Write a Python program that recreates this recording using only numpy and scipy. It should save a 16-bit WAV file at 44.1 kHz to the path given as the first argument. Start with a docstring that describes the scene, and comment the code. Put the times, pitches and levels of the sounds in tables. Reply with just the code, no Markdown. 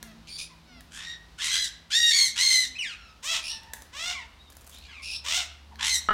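"""A low, wavering machine hum and soft air open the scene, with far birds calling over them.
The bird at the wire cracks food in its beak; a burst of crumb ticks follows late on.
Cockatoos in the aviary give thin shrieks, harsh screeches, falling whistles and lower squawks:
a syrinx claps once a cycle into a throat filter, unevenly where the voice rasps.
A close croak starts at the end. The walls of the pens ring after every call."""
import sys
import numpy as np
from scipy import signal
from scipy.fft import rfft, irfft, next_fast_len
from scipy.io import wavfile
from scipy.ndimage import uniform_filter1d, map_coordinates

SR = 44100
rng = np.random.default_rng(int(sys.argv[2]) if len(sys.argv) > 2 else 0)


def to_wav(s):
    """Save 16-bit WAV."""
    ch = np.atleast_2d(s).T  # columns
    pcm = np.round(np.clip(ch, -1, 1) * 32767)  # PCM
    wavfile.write(sys.argv[1], SR, pcm.astype(np.int16))


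N = 270333
TOP_HZ = 15950  # upper edge of the whole scene


def amp(db):
    """Decibels to gain."""
    return 10 ** (np.asarray(db) / 20)


def unit(x):
    """x at rms 1."""
    return x / np.sqrt(np.mean(x ** 2) + 1e-20)


def steady(x, size=900):
    """x at a running rms of 1, over a window of size samples."""
    power = np.abs(uniform_filter1d(x ** 2, size))
    return x / np.sqrt(power + 1e-6 * power.mean() + 1e-20)


def along(points, hz):
    """Read (f/Hz, value) points on a log frequency axis."""
    f, v = np.transpose(points)
    return np.interp(np.log(hz + 1), np.log(f + 1), v)


def wobble(rate, n):
    """A smooth random curve of n samples, rate knots a second."""
    knots = rng.standard_normal(int(n * rate / SR) + 4)
    return map_coordinates(knots, [np.arange(n) * rate / SR])


def add(track, s, x):
    """Mix x into the track at time s."""
    part = track[max(0, round(s * SR)):][:len(x)]
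    part += x[:len(part)]


def coloured(x, points):
    """x through a causal minimum-phase filter with the given (f/Hz, level/dB) shape."""
    m = 2 * next_fast_len(len(x) // 2 + 2048)
    cepstrum = irfft(np.log(amp(along(points, np.fft.rfftfreq(m, 1 / SR)))))
    # folding the cepstrum forward in time makes the filter causal
    cepstrum[1:m // 2] *= 2
    cepstrum[m // 2 + 1:] = 0
    return irfft(rfft(x, m) * np.exp(rfft(cepstrum)))[:len(x)]


def band(x, hz, kind, order=3):
    """The part of x below ("low") or above ("high") an edge."""
    return signal.sosfiltfilt(signal.butter(order, hz, kind, fs=SR, output="sos"), x)


def faded(x, fade):
    """x with soft ends, fade seconds each."""
    t = np.arange(len(x)) / SR
    return x * np.clip(np.minimum(t, t[::-1]) / fade, 0, 1)


def ramp(t, span):
    """1 at t = 0, falling to 0 at t = span."""
    return np.clip(1 - t / span, 0, 1)


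def pulses(at, sizes, n):
    """Band-limited pulses at fractional sample positions."""
    taps = np.floor(at)[:, None] + np.arange(-7, 9)
    d = taps - at[:, None]
    shape = np.sinc(d) * np.cos(np.pi * d / 16) ** 2
    slots = np.clip(taps, 0, n).astype(int)
    return np.bincount(slots.ravel(), (sizes[:, None] * shape).ravel(), n + 1)[:n]


AIR_DB = -55
# spectrum of the outdoor air, relative: (f/Hz, level/dB per Hz)
AIR_SPECTRUM = [(20, -41), (35, -11.5), (55, 7.5), (90, -4), (130, -9.5), (230, -9), (350, -15.5),
                (500, -17), (900, -14.5), (2100, -20.5), (3900, -19), (5000, -22.5), (7000, -30),
                (15500, -41)]
# hum lines of the machines: (f/Hz, rms level at first/dB, rms level at last/dB)
HUM_LINES = [(57.2, -65.5, -76), (72, -84.5, -48.5), (163.7, -59, -84.5), (221, -72, -78.5),
             (325, -69, -102)]


def background():
    """Soft outdoor air is coloured noise; the machine hum is sine lines wavering in phase and level."""
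    t = np.arange(N) / SR
    noise = unit(coloured(rng.standard_normal(N), AIR_SPECTRUM))
    air = amp(AIR_DB + 0.68 * wobble(3.8, N)) * noise
    hum = np.zeros(N)
    for hz, first_db, last_db in HUM_LINES:
        line = unit(np.sin(2 * np.pi * hz * t + 0.26 * wobble(28, N)))
        level = first_db + (last_db - first_db) * t / t[-1] + 0.36 * wobble(4.7, N)
        hum += amp(level) * line
    return air + hum


# far cries: (t/s, length/s, first f/Hz, last f/Hz, level mid-call before the distance filter/dB,
#  step from overtone to overtone/dB, hoarseness as a share of the pitch)
FAR_CRIES = [ (0.0, 0.15, 733, 632, -55, 1, 0.017), (0.481, 0.085, 1070, 936, -61, -8, 0.03),
             (0.659, 0.17, 768, 627, -49.5, 2.5, 0.006), (2.922, 0.22, 1568, 1230, -35, 3.5, 0.031),
             (3.481, 0.136, 895, 887, -39.5, 2.5, 0.037), (3.596, 0.23, 906, 868, -58.5, -4, 0.045),
             (4.384, 0.061, 3680, 3900, -47, -37, 0.003), (4.44, 0.082, 3810, 3740, -52, -35, 0.003),
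             (5.703, 0.056, 810, 1026, -55.5, -13, 0.077), (5.78, 0.11, 1078, 911, -46, -5, 0.089)]
# far coos: (t/s, length/s, f/Hz, level mid-call before the distance filter/dB)
FAR_COOS = [(0.0, 0.23, 223, -61), (0.683, 0.18, 253.3, -59), (2.628, 0.16, 261.6, -63),
            (5.696, 0.23, 219, -64.5)]
COO_STEP_DB, COO_HOARSENESS = -22, 0.02  # from overtone to overtone; share of the pitch
FAR_ARCH_DB = 4.5  # a far call swells by this much to its middle and fades again
# tone colour left by the way from the far birds: (f/Hz, level/dB)
DISTANCE_COLOUR = [(2000, 4.5), (4000, -8), (5500, -11), (9000, -52)]


def far_birds(count=8):
    """Distant cries, coos and peeps: hoarse, wavering tones of up to count harmonics, dulled by distance."""
    track = np.zeros(N)
    coos = [(s, length, hz, hz, db, COO_STEP_DB, COO_HOARSENESS) for s, length, hz, db in FAR_COOS]
    for s, length, first_hz, last_hz, db, step_db, hoarse in FAR_CRIES + coos:
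        u = np.linspace(0, 1, int(length * SR))
        pitch = first_hz * (last_hz / first_hz) ** u
        waver = hoarse * wobble(298.8, len(u)) + 0.0138 * wobble(45.3, len(u))
        phase = 2 * np.pi * np.cumsum(pitch * (1 + waver)) / SR
        tone = np.zeros(len(u))
        for k in range(count):
            audible = (k + 1) * pitch < TOP_HZ
            tone += amp(k * step_db) * np.sin((k + 1) * phase) * audible
        level = db - FAR_ARCH_DB * (2 * u - 1) ** 2
        add(track, s, faded(amp(level) * unit(tone), fade=0.026))
    return coloured(track, DISTANCE_COLOUR)


# beak cracks: (t/s, peak level/dB, level of the knock against the snap before BODY_LIFT_DB/dB)
BEAK_CRACKS = [(0.0278, -23, -11.5), (0.8075, -36, -9.5), (3.6333, -38.5, -7), (3.7353, -21, -12.5),
               (3.821, -29, -23), (4.522, -42, 1), (4.5684, -34.5, -23), (4.668, -38, -25),
               (4.6958, -35, -30), (4.785, -40, -21), (5.757, -36, 3)]
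BODY_LIFT_DB = 8.5
# colour of the snapping food: (f/Hz, level/dB)
SNAP_COLOUR = [(1500, 5), (4000, -2), (6500, 8), (10000, 6), (16000, 0.5)]
# colour of the knocking beak: (f/Hz, level/dB)
BEAK_COLOUR = [(300, -13), (900, -40), (1700, 5.5), (2400, -12), (3300, 0), (4500, -2.5), (8000, -30)]


def beak(count=30):
    """Food snaps in the beak, which knocks with it; small crumbs tick as the bird chews: all decaying noise."""
    track, t = np.zeros(N), np.arange(SR // 10) / SR

    def burst(t60, colour):
        """Noise that dies by 60 dB in t60 seconds."""
        return coloured(rng.standard_normal(len(t)) * amp(-60 * t / t60), colour)

    for s, db, body_db in BEAK_CRACKS:
        snap = unit(burst(0.018, SNAP_COLOUR))
        knock = unit(burst(0.0083, BEAK_COLOUR))
        crack = snap + amp(body_db + BODY_LIFT_DB) * knock
        add(track, s, amp(db) * crack / np.abs(crack).max())
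    for when, size in rng.random((count, 2)):
        tick = burst(0.013, SNAP_COLOUR)
        tick = amp(-48.5 + 13.7 * size ** 2) * tick / np.abs(tick).max()
        add(track, 4.49 + .32 * when, tick)
    return track


def beats(pitch):
    """Sample positions at which each cycle starts."""
    cycles = np.cumsum(pitch) / SR
    return np.interp(np.arange(cycles[-1]), cycles, np.arange(len(pitch)))


def windpipe(x, smear=0.001647, top_hz=8000):
    """The windpipe spreads each clap in time: delay grows with frequency, to smear seconds at top_hz."""
    m = next_fast_len(len(x) + 1024)
    hz = np.fft.rfftfreq(m, 1 / SR)
    return irfft(rfft(x, m) * np.exp(-1j * np.pi * smear * hz ** 2 / top_hz), m)[:len(x)]


def call(controls, throats, tremor, flutter, jitter, scatter_db, hiss,
         treble_hz=6500, mellow_hz=2100, soft_db=-31.0):
    """The syrinx claps once a cycle into the throat; rasp makes the claps uneven in time and size."""
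    pitch, db, treble_db, rasp, *half_db = controls
    n, rasp = len(pitch), np.clip(rasp, 0, 1)
    unrest = (tremor + flutter * rasp) * (wobble(420, n) + .8 * wobble(110, n))
    at = beats(pitch * np.exp(unrest))
    here, count = at.astype(int), len(at)
    sizes = amp(scatter_db * np.sqrt(rasp[here]) * rng.standard_normal(count))
    if half_db:  # every other clap is stronger: lines appear halfway between the harmonics
        contrast = amp(half_db[0] + 3.0 * wobble(67.6, n))[here]
        sizes = sizes * (1 + contrast * (-1) ** np.arange(count))
    at = at + jitter * rasp[here] ** 2 * SR / pitch[here] * rng.standard_normal(count)
    claps = steady(windpipe(pulses(at, sizes, n)))
    air = hiss * np.sqrt(rasp) * rng.standard_normal(n)
    source = (claps + air) * amp((1.3 + 1.5 * rasp) * wobble(260, n))
    # the rougher the voice, the more the last throat shape takes over from the first
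    slack = np.clip(2 * rasp - .7, 0, 1)
    voice = coloured((1 - slack) * source, throats[0]) + coloured(slack * source, throats[-1])
    # less effort gives a mellower voice
    softness = np.clip((soft_db - db) / 10, 0, 1)
    voice = voice + 1.96 * softness * band(voice, mellow_hz, "low")
    # a wider beak lets out more treble
    low, high = band(voice, treble_hz, "low"), band(voice, treble_hz, "high")
    balanced = steady(steady(low) + amp(treble_db) * steady(high))
    return faded(amp(db) * balanced, fade=.012)


def calls(table, gesture, shape, throats, **roughness):
    """Place all the calls of one kind on a track."""
    track = np.zeros(N)
    for s, *row in table:
        add(track, s, call(gesture(row, **shape), throats, **roughness))
    return track


RASP_TURN_S = 0.019  # time the voice takes to turn from rough to clear or back
WAVER_PER_S, WAVER_DB, WAVER_TREBLE_DB = 35, 0.27, 3  # a cry is never quite steady


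def arch(row, scoop, drop, drop_s, attack_s, attack_db, release_db, split_db):
    """One cry: pitch scoops up, sags and drops; level attacks, swells and lets go; rasp changes once."""
    (length, top_hz, rise, sag, db, swell_db, release, treble_db, treble_swell_db,
     first_rasp, last_rasp, turn, half_db) = row
    t = np.arange(int(length * SR)) / SR
    left = length - t
    middle = t / length - .5  # -0.5 at the start, 0.5 at the end
    scooped = top_hz * (1 - scoop * ramp(t, rise) ** 2)
    sagged = scooped * 2 ** (-sag * np.maximum(t - rise, 0))
    pitch = sagged * (1 - drop * ramp(left, drop_s))
    level = db + swell_db * middle
    level = level - attack_db * ramp(t, attack_s) ** 2 - release_db * ramp(left, release)
    level = level + WAVER_DB * wobble(WAVER_PER_S, len(t))
    treble = treble_db + treble_swell_db * middle + WAVER_TREBLE_DB * wobble(WAVER_PER_S, len(t))
    opening = (first_rasp - last_rasp) * (1 - np.tanh((t - turn) / RASP_TURN_S)) / 2
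    return pitch, level, treble, last_rasp + opening, half_db + split_db * opening


# thin shrieks: (t/s, length/s, top f/Hz, rise/s, sag/octaves per s, level mid-call/dB,
#  swell from start to end/dB, release/s, treble share/dB, treble swell/dB, opening rasp 0-1,
#  closing rasp 0-1, time of the rasp change/s, half-pitch lines before the split/dB)
SHRIEK_CALLS = [ (0.267, 0.12, 2300, 0.044, 0.32, -43, 7, 0.02, -9.5, -3, 1, 0.23, 0.022, -26),
                (0.375, 0.1, 2357, 0.0094, 0.33, -39, -5, 0.052, -3.5, -11, 0.6, 0.55, 0.037, -6),
                (3.42, 0.16, 2846, 0.1, 0.6, -34.5, 12.5, 0.071, -9, 0, 0.57, 0.32, 0.078, -16),
                (4.71, 0.11, 3830, 0.07, 0, -51.5, 4, 0.047, -13, 0, 0.79, 0.3, 0.067, -27),
                (4.8, 0.081, 4220, 0.0108, 0.051, -53.5, 6, 0.012, -15, 6, 0.6, 0.88, 0.0311, -12),
                (5.018, 0.17, 2620, 0.015, 0.066, -37.5, 7.5, 0.025, -10, -4, 0.56, 0.29, 0.13, -14)]
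# start and end of a shriek: pitch shares lost at the start (scoop) and end (drop), ramp times/s,
# ramp depths/dB, and how much a rough opening strengthens the half-pitch lines (split)/dB
SHRIEK_ENDS = dict(scoop=0.17, drop=0.019, drop_s=0.032, attack_s=0.037, attack_db=2.5, release_db=22.5, split_db=-3)
# throat and beak colour of a clear shriek: (f/Hz, level/dB)
SHRIEK_CLEAR = [(900, -30.5), (1800, -17.5), (2500, -20), (3400, 7), (4500, 4), (5500, 4), (6400, -17.5),
                (8000, -15), (9800, -6.5), (11000, -31), (16000, -27)]
# throat and beak colour of a rasping shriek: (f/Hz, level/dB)
SHRIEK_ROUGH = [(900, -18), (1800, -28), (2450, 8.5), (3400, 10), (4500, 2.5), (5500, -5), (6400, -3.5),
                (7300, -9), (9800, -25), (11000, -20), (16000, -49)]


def shrieks():
    """Thin high cries: fast claps with strong jitter through a clear and a rough throat."""
    return calls(SHRIEK_CALLS, arch, SHRIEK_ENDS, [SHRIEK_CLEAR, SHRIEK_ROUGH],
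                 tremor=.012, flutter=.06, jitter=.12, scatter_db=6, hiss=.25)


# harsh screeches, t/s to half-pitch lines/dB: columns and units as in SHRIEK_CALLS
SCREECH_CALLS = [ (0.903, 0.26, 1901, 0.22, 0.12, -42, 4.5, 0.032, -15.5, -27, 0.86, 0.29, 0.14, -13),
                 (1.377, 0.29, 2028, 0.13, 0.159, -30, -1, 0.0091, -5, 6.5, 0.9, 0.17, 0.12, -12),
                 (1.5, 0.185, 1661, 0.015, 0.09, -33.5, -26, 0.006, -9, -5, 0.79, 0.34, 0.067, -36),
                 (1.9, 0.23, 1889, 0.087, 0.082, -22, -1, 0.016, -11.5, 4, 0.99, 0.06, 0.024, -5.5),
                 (2.085, 0.21, 2266, 0.07, 1.25, -21, 6, 0.073, -5, 9, 0.43, 0.24, 0.082, -10.5),
                 (2.352, 0.31, 2133, 0.085, 0.55, -20.5, 7, 0.12, -7, 5, 0.8, 0.25, 0.053, -7.5),
                 (5.783, 0.19, 2071, 0.14, 0.84, -27, 5.5, 0.0087, -7, 11, 1, 0.28, 0.11, -12)]
# start and end of a screech: settings and units as in SHRIEK_ENDS
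SCREECH_ENDS = dict(scoop=0.25, drop=0.122, drop_s=0.0306, attack_s=0.061, attack_db=18, release_db=16, split_db=4)
# throat and beak colour of a screech that sings clear: (f/Hz, level/dB)
SCREECH_CLEAR = [(400, -79), (700, -81), (1050, -26), (1500, -15), (2000, -4.5), (2500, -13), (3050, -4.5),
                 (3800, 1), (4350, 1), (4950, -7), (6200, -8), (8000, -17), (10000, -26.5), (16000, -43)]
# throat and beak colour of a screech that rasps: (f/Hz, level/dB)
SCREECH_ROUGH = [(400, -32), (650, -39), (950, -15), (1400, -3.5), (1900, -6), (2350, -1.5), (3200, 5),
                 (4000, -2), (4700, -6.5), (5600, -6), (8000, -14.5), (11000, -27.5), (16000, -47)]


def screeches():
    """Harsh high cries: the throat passes between its rough and its clear shape as the rasp changes."""
    return calls(SCREECH_CALLS, arch, SCREECH_ENDS, [SCREECH_CLEAR, SCREECH_ROUGH],
                 tremor=.004, flutter=.045, jitter=.07, scatter_db=5, hiss=.1)


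# path of a whistle's pitch: (share of the length, share of the glide)
GLIDE_PATH = [(0, 0), (0.22, 0.17), (0.43, 0.55), (0.85, 0.89), (1, 1)]
WHISTLE_ATTACK_S, WHISTLE_ATTACK_DB = 0.017, 6


def glide(row):
    """One whistle: it slides from its first pitch to its last while its level changes steadily."""
    length, first_hz, last_hz, db, fade_db, treble_db, rasp = row
    t = np.arange(int(length * SR)) / SR
    pitch = first_hz * (last_hz / first_hz) ** np.interp(t / length, *np.transpose(GLIDE_PATH))
    level = db - fade_db * t / length - WHISTLE_ATTACK_DB * ramp(t, WHISTLE_ATTACK_S)
    return pitch, level, treble_db, np.full(len(t), rasp)


# whistles: (t/s, length/s, first f/Hz, last f/Hz, level before attack and fade/dB,
#  fade from start to end/dB, treble share/dB, rasp 0-1)
WHISTLE_CALLS = [ (2.75, 0.028, 2390, 2690, -33.5, 7, -22, 0.08),
                 (2.781, 0.169, 3143, 1172, -28.5, 17, -17, 0.01),
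                 (4.14, 0.105, 1182, 882, -35, 16, -21, 0.04),
                 (4.875, 0.145, 1715, 1071, -50.5, -2.5, -22, 0.19)]
# throat and beak colour of a whistle: (f/Hz, level/dB)
WHISTLE_COLOUR = [(500, -33), (1000, -1.5), (1500, -15), (2200, 11), (2800, 4), (3800, 0.5), (6000, -10),
                  (8500, -19.5), (12000, -42), (16000, -39)]


def whistles():
    """Gliding, mostly falling calls with little rasp, through one throat shape."""
    return calls(WHISTLE_CALLS, glide, {}, [WHISTLE_COLOUR],
                 tremor=.01, flutter=.07, jitter=.15, scatter_db=6, hiss=.4)


# low squawks, t/s to half-pitch lines/dB: columns and units as in SHRIEK_CALLS
SQUAWK_CALLS = [ (3.223, 0.18, 664, 0.078, 0.095, -29, 5.8, 0.042, -6.5, 0, 0.13, 0.88, 0.11, -22),
                (3.92, 0.24, 723.4, 0.175, 0.36, -34.5, 12, 0.055, -12, -3, 0.17, 0.43, 0.17, -28),
                (5.238, 0.21, 700.7, 0.13, 0.325, -27.5, 6, 0.066, -7.5, 1, 0.58, 0.496, 0.092, -24)]
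# start and end of a squawk: settings and units as in SHRIEK_ENDS
SQUAWK_ENDS = dict(scoop=0.36, drop=0.081, drop_s=0.03915, attack_s=0.088, attack_db=12, release_db=19.5, split_db=0)
# throat and beak colour of a squawk: (f/Hz, level/dB)
SQUAWK_COLOUR = [(300, -22), (500, -18.5), (700, -12), (1000, -2), (1400, -7.5), (2100, -1.5), (2900, 4.5),
                 (3600, 5), (4500, -3.5), (5500, 0), (8500, -13), (10800, -29.5), (13800, -28.5),
                 (16000, -33)]


def squawks():
    """Lower cries: slower claps and breathy hiss through one throat shape."""
    return calls(SQUAWK_CALLS, arch, SQUAWK_ENDS, [SQUAWK_COLOUR],
                 tremor=.005, flutter=.05, jitter=.06, scatter_db=3.5, hiss=.38)


# bursts of the close croak: (t/s, length/s, claps per s, level of the first clap/dB)
CROAK_BURSTS = [(6.088, 0.008, 209.6, -10), (6.1077, 0.025, 210, -11)]
# throat resonances of the croak: (f/Hz, width/Hz, level before weighting by the width/dB)
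CROAK_RESONANCES = [(1326, 30, 24), (1690, 96, 3), (2890, 150, -4.5), (3700, 350, -27), (260, 180, -29)]
CROAK_FADE_DB_PER_S, CROAK_TOP_HZ = 292, 4940


def croak():
    """Short bursts of slow, fading claps, each ringing the throat, with one strong resonance."""
    track, t = np.zeros(N), np.arange(SR // 20) / SR
    ring = np.zeros(len(t))
    for hz, width, level in CROAK_RESONANCES:
        ring += amp(level) * width * np.exp(-np.pi * width * t) * np.sin(2 * np.pi * hz * t)
    ring = ring / np.abs(ring).max()
    for s, length, rate, db in CROAK_BURSTS:
        at = np.arange(0, length, 1 / rate)
        claps = pulses(at * SR, amp(db - CROAK_FADE_DB_PER_S * at), len(t))
        add(track, s, signal.fftconvolve(claps, ring))
    return band(track, CROAK_TOP_HZ, "low")


def walls(x, count=30):
    """Weak early copies from the floor and nearby walls."""
    out = np.zeros(N)
    for when, size in rng.random((count, 2)):
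        add(out, .003 + .035 * when ** 1.5, x * (2 * size - 1))
    return out / np.sqrt(count)


# ringing of the pens: (f/Hz, time to fall by 60 dB/s)
PEN_DECAY = [(200, 0.75), (1500, 0.66), (4000, 0.45), (8000, 0.33), (15000, 0.31)]


def pens(x, delay=.006):
    """The aviary's echo: a noise tail in which each frequency dies at its own speed."""
    hz, t, z = signal.stft(rng.standard_normal(SR), SR, nperseg=256)
    decay = amp(-60 * t / along(PEN_DECAY, hz)[:, None])
    tail = signal.istft(z * decay, SR, nperseg=256)[1]
    tail = np.pad(tail / np.linalg.norm(tail), (int(delay * SR), 0))
    return signal.fftconvolve(x, tail)[:N]


def scene():
    """Near and far birds in one enclosure, over air and hum."""
    bed, far = background(), far_birds()
    near = beak() + croak()
    birds = shrieks() + screeches() + whistles() + squawks()
    early = amp(2) * walls(birds)
    echo = pens(amp(-8.5) * birds + amp(-8.5) * far + amp(-5.5) * near)
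    return (birds + early + far + near + echo + bed)[None]


def record(dry):
    """Band limit: nothing passes from TOP_HZ up."""
    m = next_fast_len(N + SR // 2)
    passed = np.fft.rfftfreq(m, 1 / SR) < TOP_HZ
    return irfft(rfft(dry, m) * passed, m)[..., :N]


dry = scene()
out = record(dry)
to_wav(out)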